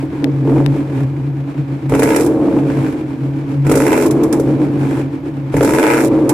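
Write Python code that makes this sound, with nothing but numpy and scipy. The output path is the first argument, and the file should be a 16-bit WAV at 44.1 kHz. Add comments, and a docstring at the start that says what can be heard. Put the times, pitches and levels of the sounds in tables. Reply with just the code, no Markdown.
"""A ragged, booming idle, then three hard blips: a four-cylinder car with a sports exhaust in a yard,
the stereo microphone close behind its tailpipes. Engine speed and throttle drive the exhaust's level.
Each firing rings the pipe; under throttle the pulses steepen into a rasp, and it pops as the revs fall.
The silencer booms on one low note, the walls answer, and the loudest pulses overload the microphone."""
import sys
import numpy as np
from scipy import signal
from scipy.fft import rfft, irfft, next_fast_len
from scipy.io import wavfile
from scipy.ndimage import uniform_filter1d, map_coordinates

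SR = 44100
rng = np.random.default_rng(int(sys.argv[2]) if len(sys.argv) > 2 else 0)


def transcribe(signal):
    """Save signal, clipped to [-1, 1], as a 16-bit WAV file at the path in sys.argv[1]."""
    frames = np.atleast_2d(signal).T
    limited = np.clip(frames, -1, 1)
    pcm = np.round(limited * 32767).astype(np.int16)
    wavfile.write(sys.argv[1], SR, pcm)


N = 279153


def amp(db):
    """Decibels to gain."""
    return 10 ** (np.asarray(db) / 20)


def unit(x):
    """Scaled to rms 1."""
    return x / np.sqrt(np.mean(x ** 2) + 1e-20)


def even(x, span_s=0.17):
    """Scaled to rms 1 over every short stretch."""
    size = int(span_s * SR / 2)
    power = uniform_filter1d(uniform_filter1d(np.atleast_2d(x ** 2).mean(0), size), size)
    return x / np.sqrt(np.abs(power) + 1e-6 * np.mean(power))


def along(points, hz):
    """(Hz, value) points read on a log axis."""
    freqs, values = np.transpose(points)
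    return np.interp(np.log(hz + 1), np.log(freqs + 1), values)


def curve(rows):
    """(seconds, value) points read at every sample."""
    return np.interp(np.arange(N) / SR, *np.transpose(rows))


def wobble(rate):
    """A smooth random curve, rate knots a second."""
    return map_coordinates(rng.standard_normal(int(N * rate / SR) + 4), [np.arange(N) * rate / SR])


def noise():
    """White noise, unrelated left and right."""
    return rng.standard_normal((2, N))


def impulses(times, sizes):
    """Single spikes at the given times."""
    return np.bincount(np.round(np.asarray(times) * SR).astype(int), sizes, N)[:N]


def fade(x, life_s):
    """Every impulse in x starts a decay from its own height."""
    return signal.lfilter([1], [1, -np.exp(-1 / (life_s * SR))], x)


def filtered(x, response):
    """x through a complex frequency response."""
    size = next_fast_len(N + SR // 2)
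    return irfft(rfft(x, size) * response(np.fft.rfftfreq(size, 1 / SR)), size)[..., :N]


def coloured(x, spectrum):
    """x shaped by a spectrum, at rms 1."""
    return unit(filtered(x, lambda hz: amp(along(spectrum, hz))))


def ring(x, modes, low_hz, high_hz):
    """x through resonances of alternating sign, falling steeply outside the band."""
    def body(hz):
        return sum((-1) ** k * amp(db) * 1j * hz * width / (centre ** 2 - hz ** 2 + 1j * hz * width)
                   for k, (centre, width, db) in enumerate(modes))
    band = signal.butter(3, [low_hz, high_hz], 'band', fs=SR, output='sos')
    return signal.sosfilt(band, filtered(x, body))


# The yard's background. Each row: frequency in Hz, relative level in dB.
AIR_SPECTRUM = [(100, -1.5), (2500, 10), (6000, -21), (10000, -5), (14500, 0.5), (15500, -35)]

def air(level_db=-61):
    """A faint, steady hiss all round the microphone."""
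    return coloured(noise(), AIR_SPECTRUM) * amp(level_db)


# The yard's reverberation. Each row: frequency in Hz, seconds to fall 60 dB.
YARD_DECAY = [(150, 0.085), (1000, 0.27), (4000, 0.12), (12000, 0.048)]
# The walls' answer. Each row: frequency in Hz, relative level in dB.
WALL_ECHO = [(100, -14), (300, -3.5), (600, -2.5), (1200, -2.5), (3000, 8.5), (10000, -6)]

def yard(x, delay_samples=250):
    """Walls and kerb scatter the sound differently to each side of the microphone."""
    hz, t, bands = signal.stft(rng.standard_normal((2, SR // 2)), SR, nperseg=256)
    decay = amp(-60 * t / along(YARD_DECAY, hz)[:, None])
    tail = signal.istft(bands * decay, SR, nperseg=256)[1]
    delayed = np.pad(x, (delay_samples, 0))[None]
    wet = signal.fftconvolve(delayed, tail / np.linalg.norm(tail[0]), axes=1)[:, :N]
    return filtered(wet, lambda f: amp(along(WALL_ECHO, f) - 10.5))


# Ticks at the left microphone port. 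Each row: start in seconds, relative level in dB.
TICKS = [(0.2435, -2.5), (0.6627, -1.5)]
# Their colour. Each row: frequency in Hz, gain in dB.
TICK_SPECTRUM = [(400, 6), (900, 2), (1600, 6.5), (3500, 5.5), (6000, -10.5), (10000, -11.5), (15000, -44)]

def ticks():
    """Two very short dry snaps on the left only: a pull and a push, with a trace of noise."""
    starts, db = np.transpose(TICKS)
    spikes = impulses(starts, amp(db))
    snap = 5 * spikes + 0.4 * noise()[0] * fade(spikes, life_s=0.0012)
    return np.outer([1, 0], filtered(snap, lambda hz: -1j * amp(along(TICK_SPECTRUM, hz))))


def buffet(puff_db):
    """The strongest pressure waves stir the air at the two microphone ports."""
    rumble = [(10, -16), (30, 1.5), (60, -7), (150, -7), (400, -58), (800, -120)]  # Hz, dB
    return coloured(noise() + 1.1 * noise()[0], rumble) * amp(1.49 * puff_db + 6.5)


# A bright sizzle, like microphone overload. 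Each row: frequency in Hz, relative level in dB.
SIZZLE_SPECTRUM = [(1650, -33), (2800, -20), (3160, -8.5), (3810, -5), (4610, -7.5), (5530, -1), (6690, -5),
                   (7540, 2), (8320, -4.5), (9440, 0), (12200, -6), (14000, -5.5), (15000, -21.5)]
# Its balance. Each row: frequency in Hz, left minus right in dB.
SIZZLE_PAN = [(2500, 21.5), (4400, -4), (8000, -16), (15000, -2.5)]

def sizzle(gate):
    """Bright gated hiss, mostly on the right."""
    def pan(hz):
        lean_db = along(SIZZLE_PAN, hz)
        return amp(np.outer([0.5, -0.5], lean_db)) / np.cosh(lean_db * np.log(10) / 40)
    return filtered(coloured(noise(), SIZZLE_SPECTRUM), pan) * gate


# Gas leaving the tailpipes. Each row: frequency in Hz, relative level in dB.
RUSH_SPECTRUM = [(320, -39), (550, 4), (590, -32), (660, -7), (872, -7), (1240, -15.5), (1730, -16.5),
                 (1910, -20.5), (2350, -18), (2780, -25), (9640, -45), (14500, -71), (15500, -79)]

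def rush(pulses, rasp_db, low_hz=650):
    """Even off the throttle, gas leaves as a smooth rush; a sizzle joins it as it grows."""
    flow_db = np.minimum(rasp_db, -38)
    stream = coloured(noise() + 0.61 * noise()[0], RUSH_SPECTRUM)
    gas = even(stream * (1.8 + fade(pulses, life_s=0.007)))
    gas = signal.sosfilt(signal.butter(2, low_hz, 'high', fs=SR, output='sos'), gas)
    return unit(gas) * amp(flow_db + 7.5) + sizzle(amp(1.65 * flow_db + 13))


# Three hard blips, and the light feeds that hold the idle. Each row: opening time, shut time and
# closing length in seconds, then relative levels of drone, roar, rasp and crackle in dB.
THROTTLE = [(-.06, 0.082, 0.069, -20, -30, -41, -53), (0.207, 0.33, 0.08, -8.5, -21.5, -53, -72),
            (0.412, .66, 0.05, -10, -19.5, -38, -65), (0.827, 1.071, 0.028, -21.5, -30, -39.5, -57),
            (1.884, 2.28, 0.15, -13, -15.5, -21.5, -30.5), (2.65, 2.962, 0.023, -34, -34, -39, -53.5),
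            (3.643, 4.102, .13, -14.5, -17, -23, -30), (4.76, 5.041, 0.024, -19, -31.5, -37, -51),
            (5.513, 6.095, .16, -16, -18, -23.5, -29.5)]

def throttled(levels_db, attack_s, release_s, order=1):
    """Gain that rises as the throttle opens, holds at each opening's level and falls as it shuts."""
    t = np.arange(N) / SR
    opens, shuts = np.transpose(THROTTLE)[:2]
    return sum(amp(db) * np.clip((t - start) / attack_s, 0, 1)
               * np.clip((end - t) / release, 0, 1) ** order
               for start, end, db, release in np.broadcast(opens, shuts, levels_db, release_s))


def crackle(pulses):
    """Crackling sizzle, like microphone overload; it pulses with the firings while the throttle is open."""
    level = throttled(np.transpose(THROTTLE)[-1], attack_s=0.16, release_s=0.037)
    return sizzle(even(0.69 + fade(pulses ** 2, life_s=0.0063)) * level)


# Hard firings as the throttle opens, and pops as it shuts.
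# Each row: start in seconds, relative levels of crack and bark in dB.
BANGS = [(1.8947, -28, -37), (1.9209, -34, -7), (1.9491, -21.5, -16), (1.993, -14, -5), (2.0313, -10, -1.5),
         (2.1612, -10.5, -20), (2.2078, -25, -14), (2.2627, -19, -6), (2.5655, -38, -18),
         (3.6663, -24, -17), (3.6948, -16.5, -9), (3.714, -9, -1), (3.7535, -12, -4.5),
         (3.7716, -15.5, -3.5), (4.0603, -20, -1), (4.1085, -17.5, -11.5), (4.2335, -18, -12),
         (4.3262, -12.5, -11), (4.397, -24.5, -1), (5.5413, -36, -11), (5.5664, -21.5, -18),
         (5.608, -31, 1), (5.628, -15.5, -4), (5.6463, -14, -4.5), (6.2923, -7, -8)]

def bangs(tips_db=7.5):
    """A violent firing cracks and rings the tips; at low revs its big charge also barks in the pipe."""
    starts, crack_db, bark_db = np.transpose(BANGS)
    cracks = impulses(starts, amp(crack_db - 6.5))
    charge = np.minimum(40 / np.interp(starts, *np.transpose(ENGINE_SPEED)), 1) ** 2
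    blasts = impulses(starts, charge * amp(bark_db + 41.5))
    barks = ring(blasts, BOX_MODES + PIPE_MODES, low_hz=165, high_hz=670)
    tips = ring(fade(cracks, life_s=0.015) * noise(), TIP_MODES, low_hz=600, high_hz=3080)
    burst = 1.42 * (fade(cracks, life_s=0.0061) - fade(cracks, life_s=0.0014))
    trail = 0.083 * fade(cracks, life_s=0.064)
    return barks + tips * amp(tips_db) + sizzle(burst + trail)


def boom_phase(note_hz=137.9, wander_hz=1.6):
    """Phase of the silencer's slightly wandering low note."""
    return 2 * np.pi * np.cumsum(note_hz + wander_hz * wobble(6)) / SR + 0.37 * wobble(35)


# The silencer's low note. Each row: time in seconds, relative level in dB.
BOOM_LEVEL = [(0.0, -20.5), (0.1, -33), (0.26, -20), (0.72, -11.5), (0.77, -28), (1.04, -16), (1.09, -21),
              (1.41, -20.5), (1.55, -33), (1.6, -14.5), (1.67, -28), (1.73, -19), (1.82, -37), (1.85, -19),
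              (1.92, -17.5), (2.03, -26), (2.61, -27.5), (2.64, -16), (2.71, -33), (2.79, -12),
              (2.87, -30.5), (3.17, -29.5), (3.23, -20.5), (3.52, -24.5), (3.6, -13), (4.02, -32.5),
              (4.14, -20), (4.28, -31.5), (4.49, -17), (4.74, -26), (4.81, -15.5), (4.88, -21.5),
              (5.09, -23.5), (5.15, -34), (5.61, -18), (5.66, -32.5), (5.75, -19), (5.8, -49),
              (5.92, -27.5), (6.33, -24)]
# The silencer's broad resonances. Each row: centre in Hz, width in Hz, gain in dB.
SILENCER_MODES = [(79, 39, -3), (113, 36, 2.5), (149, 48, 1.5)]

def silencer(pulses, phase, puff_db, flutter_db=1.0, lag_rad=0.061):
    """The silencer's air rings on one low note, above the soft thud of the puffs."""
    note_db = curve(BOOM_LEVEL) + flutter_db * wobble(14)
    port_phase = phase + lag_rad * np.array([[-1], [1]])  # the note reaches the right port first
    note = np.sqrt(2) * np.sin(port_phase) * amp(note_db + 0.47)
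    puffs = ring(pulses + 0.068 * noise()[0], SILENCER_MODES, low_hz=55, high_hz=193)
    return note + even(puffs, span_s=0.25) * amp(puff_db + 5.5)


def swirl(pulses, life_s):
    """Turbulence that trails every firing, at rms 1."""
    return unit(fade(pulses, life_s) * noise()[0])


# Crank harmonics at high revs. Each row: multiple of the firing rate, relative level in dB.
CRANK_HARMONICS = [(11 / 4, 2), (13 / 4, 0), (15 / 4, 0), (17 / 4, 3), (19 / 4, 2), (21 / 4, 0)]

def singing(rate, centre_hz=312, width_hz=60):
    """Each crank harmonic swells, unsteadily, as it slides through the rear box's resonance."""
    phase = 2 * np.pi * np.cumsum(rate) / SR
    return sum(amp(db + 1.8 * wobble(45)) * np.sin(k * phase + 0.53 * wobble(40))
               / np.hypot(1, 2 * (k * rate - centre_hz) / width_hz) for k, db in CRANK_HARMONICS)


# The rear box's resonances. Each row: centre in Hz, width in Hz, gain in dB.
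BOX_MODES = [(228, 112, -11.5), (275.5, 18.3, 5.5), (309, 29.5, 3), (382.2, 71, -10)]

def drone(pulses, rate, phase):
    """The rear box burbles; it hums the silencer's octave at idle and sings crank harmonics at speed."""
    fast = np.clip((rate - 45) / 25, 0, 1)
    push = (0.33 + 0.47 * fast) * unit(pulses) + 0.5 * swirl(pulses, life_s=0.057)
    burble = even(ring(push, BOX_MODES, low_hz=194.6, high_hz=395))
    octave = np.sin(2 * phase + 0.66 * wobble(25))
    return even(burble + 0.92 * (1 - fast) * octave + 1.12 * fast * even(singing(rate)))


# The pipe's resonances. Each row: centre in Hz, width in Hz, gain in dB.
PIPE_MODES = [(392, 63, 5), (430, 87.6, 11), (426, 82, -14), (540.8, 10, 4)]

def roar(pulses, load):
    """Firings ring the pipe: soft and turbulent at idle, hard kicks under throttle."""
    kicks = (0.2 + 0.49 * load ** 2) * unit(pulses)
    turbulence = (0.75 - 0.22 * load ** 2) * swirl(pulses, life_s=0.049)
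    return even(ring(kicks + turbulence, PIPE_MODES, low_hz=350, high_hz=1080))


# The tailpipe tips, nearest the microphone. Each row: resonance in Hz, width in Hz, gain in dB.
TIP_MODES = [(862, 28, 15.5), (997, 46, 5), (1283, 110, 2.5), (1508, 70, 3.5), (1654.5, 90, 2),
             (2083, 190, -1), (2320, 160, 1), (2546, 420, -7)]

def rasp(pulses, load):
    """Under throttle the pulses steepen into shocks that rasp in the tips."""
    shocks = pulses ** 1.06
    spray = unit(fade(shocks, life_s=0.0013) * noise())
    tips = ring(unit(shocks) + 1.14 * spray, TIP_MODES, low_hz=834, high_hz=3150)
    return even(tips) * (0.095 + 1.29 * load)


# The exhaust with the throttle shut.
# Each row: firings per second, then relative levels of drone, roar, rasp and puff in dB.
COASTING = [(27.8, -25.5, -39, -47, -40), (40.9, -21.5, -35.5, -44.5, -38.5),
            (61, -12.5, -24, -40.5, -34.5), (81.3, -10, -18.5, -41.5, -33), (110, -9, -20.5, -40.5, -32.5)]

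def flow(rate, body_attack_s=0.058, sag_db=4, lug_db=16.5, lug_below_rate=76):
    """Drone, roar, rasp and puff in dB, and load 0-1: engine speed sets a base, the throttle adds."""
    speeds, *columns = np.transpose(COASTING)
    drone_db, roar_db, rasp_db, puff_db = [np.interp(rate, speeds, column) for column in columns]
    closing_s, drone_open, roar_open, rasp_open = np.transpose(THROTTLE)[2:6]
    fed = lambda base_db, extra: 20 * np.log10(np.hypot(amp(base_db), extra))  # powers add
    bite = amp(0.14 * (rate - 62.5))  # the rasp hardens with speed
    rasp_feed = throttled(rasp_open, attack_s=0.052, release_s=closing_s, order=2)  # and dies first
    rasp_db = fed(rasp_db, bite * rasp_feed)
    load = np.clip((rasp_db + 45.5) / 11, 0, 1)
    lugging = np.clip((lug_below_rate - rate) / (lug_below_rate - rate.min()), -0.5, 1)
    drone_db = fed(drone_db, throttled(drone_open, body_attack_s, closing_s))
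    drone_db -= sag_db * load * (1 - lugging)  # gives way to rasp under load at high revs
    roar_db = fed(roar_db, throttled(roar_open, body_attack_s, closing_s))
    puff_db += lug_db * load ** 3 * lugging  # extra puff when pulling from low revs
    flutter = wobble(22) * (1 - 0.5 * load)  # uneven combustion, steadier under load
    return drone_db + 2.1 * flutter, roar_db + 1.5 * flutter, rasp_db + 2 * flutter, puff_db, load


# The engine's speed. Each row: time in seconds, firings per second.
ENGINE_SPEED = [(0, 39), (.4, 44.3), (.7, 51), (1.1, 29.6), (1.83, 28.3), (2.03, 54.4), (2.2, 84),
                (2.8, 54), (3.1, 40), (3.6, 37.8), (3.78, 48), (3.92, 84.7), (4.05, 87), (4.65, 58.5),
                (5.5, 28.7), (5.72, 70), (5.9, 118.3), (6.0, 116), (6.33, 112)]
# Each entry: one cylinder's pulse strength in dB.
CYLINDER_DB = [2, 2.5, -3, -3.5]

def firings(rate, jitter_s=0.00008, idle_jitter_s=0.00079, scatter_db=1.27, bang_db=3):
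    """One pulse per firing; cylinders differ, slow running is ragged, and some firings are violent."""
    elapsed = np.cumsum(rate) / SR
    count = np.arange(1, int(elapsed[-1]))
    at = np.searchsorted(elapsed, count)
    slip, scatter = rng.standard_normal((len(count), 2)).T
    times = at / SR + (jitter_s + idle_jitter_s * (rate.min() / rate[at]) ** 2) * slip
    db = np.take(CYLINDER_DB, count, mode='wrap') + scatter_db * scatter
    # each bang takes the place of the nearest firing
    bang_times = np.transpose(BANGS)[0]
    nearest = np.abs(times - bang_times[:, None]).argmin(axis=1)
    times[nearest], db[nearest] = bang_times, bang_db
    return impulses(np.abs(times), amp(db))


def scene():
    """The exhaust from close behind the tailpipes, with the yard around it."""
    rate = curve(ENGINE_SPEED)
    pulses, phase = firings(rate), boom_phase()
    drone_db, roar_db, rasp_db, puff_db, load = flow(rate)
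    pipe = roar(pulses, load) * amp(roar_db)
    tips = rasp(pulses, load) * amp(rasp_db - 3)
    box = drone(pulses, rate, phase) * amp(drone_db)
    direct = pipe + tips + box + silencer(pulses, phase, puff_db)
    close_noise = rush(pulses, rasp_db) + crackle(pulses) + buffet(puff_db)
    return direct + yard(direct.mean(axis=0)) + close_noise + bangs() + ticks() + air()


def record(dry, ceiling=0.55, hardness=5, top_hz=15500):
    """The microphone rounds off the loudest peaks and keeps nothing above its band limit."""
    squashed = dry / (1 + np.abs(dry / ceiling) ** hardness) ** (1 / hardness)
    return filtered(squashed, lambda hz: hz < top_hz)


dry = scene()
out = record(dry)
transcribe(out)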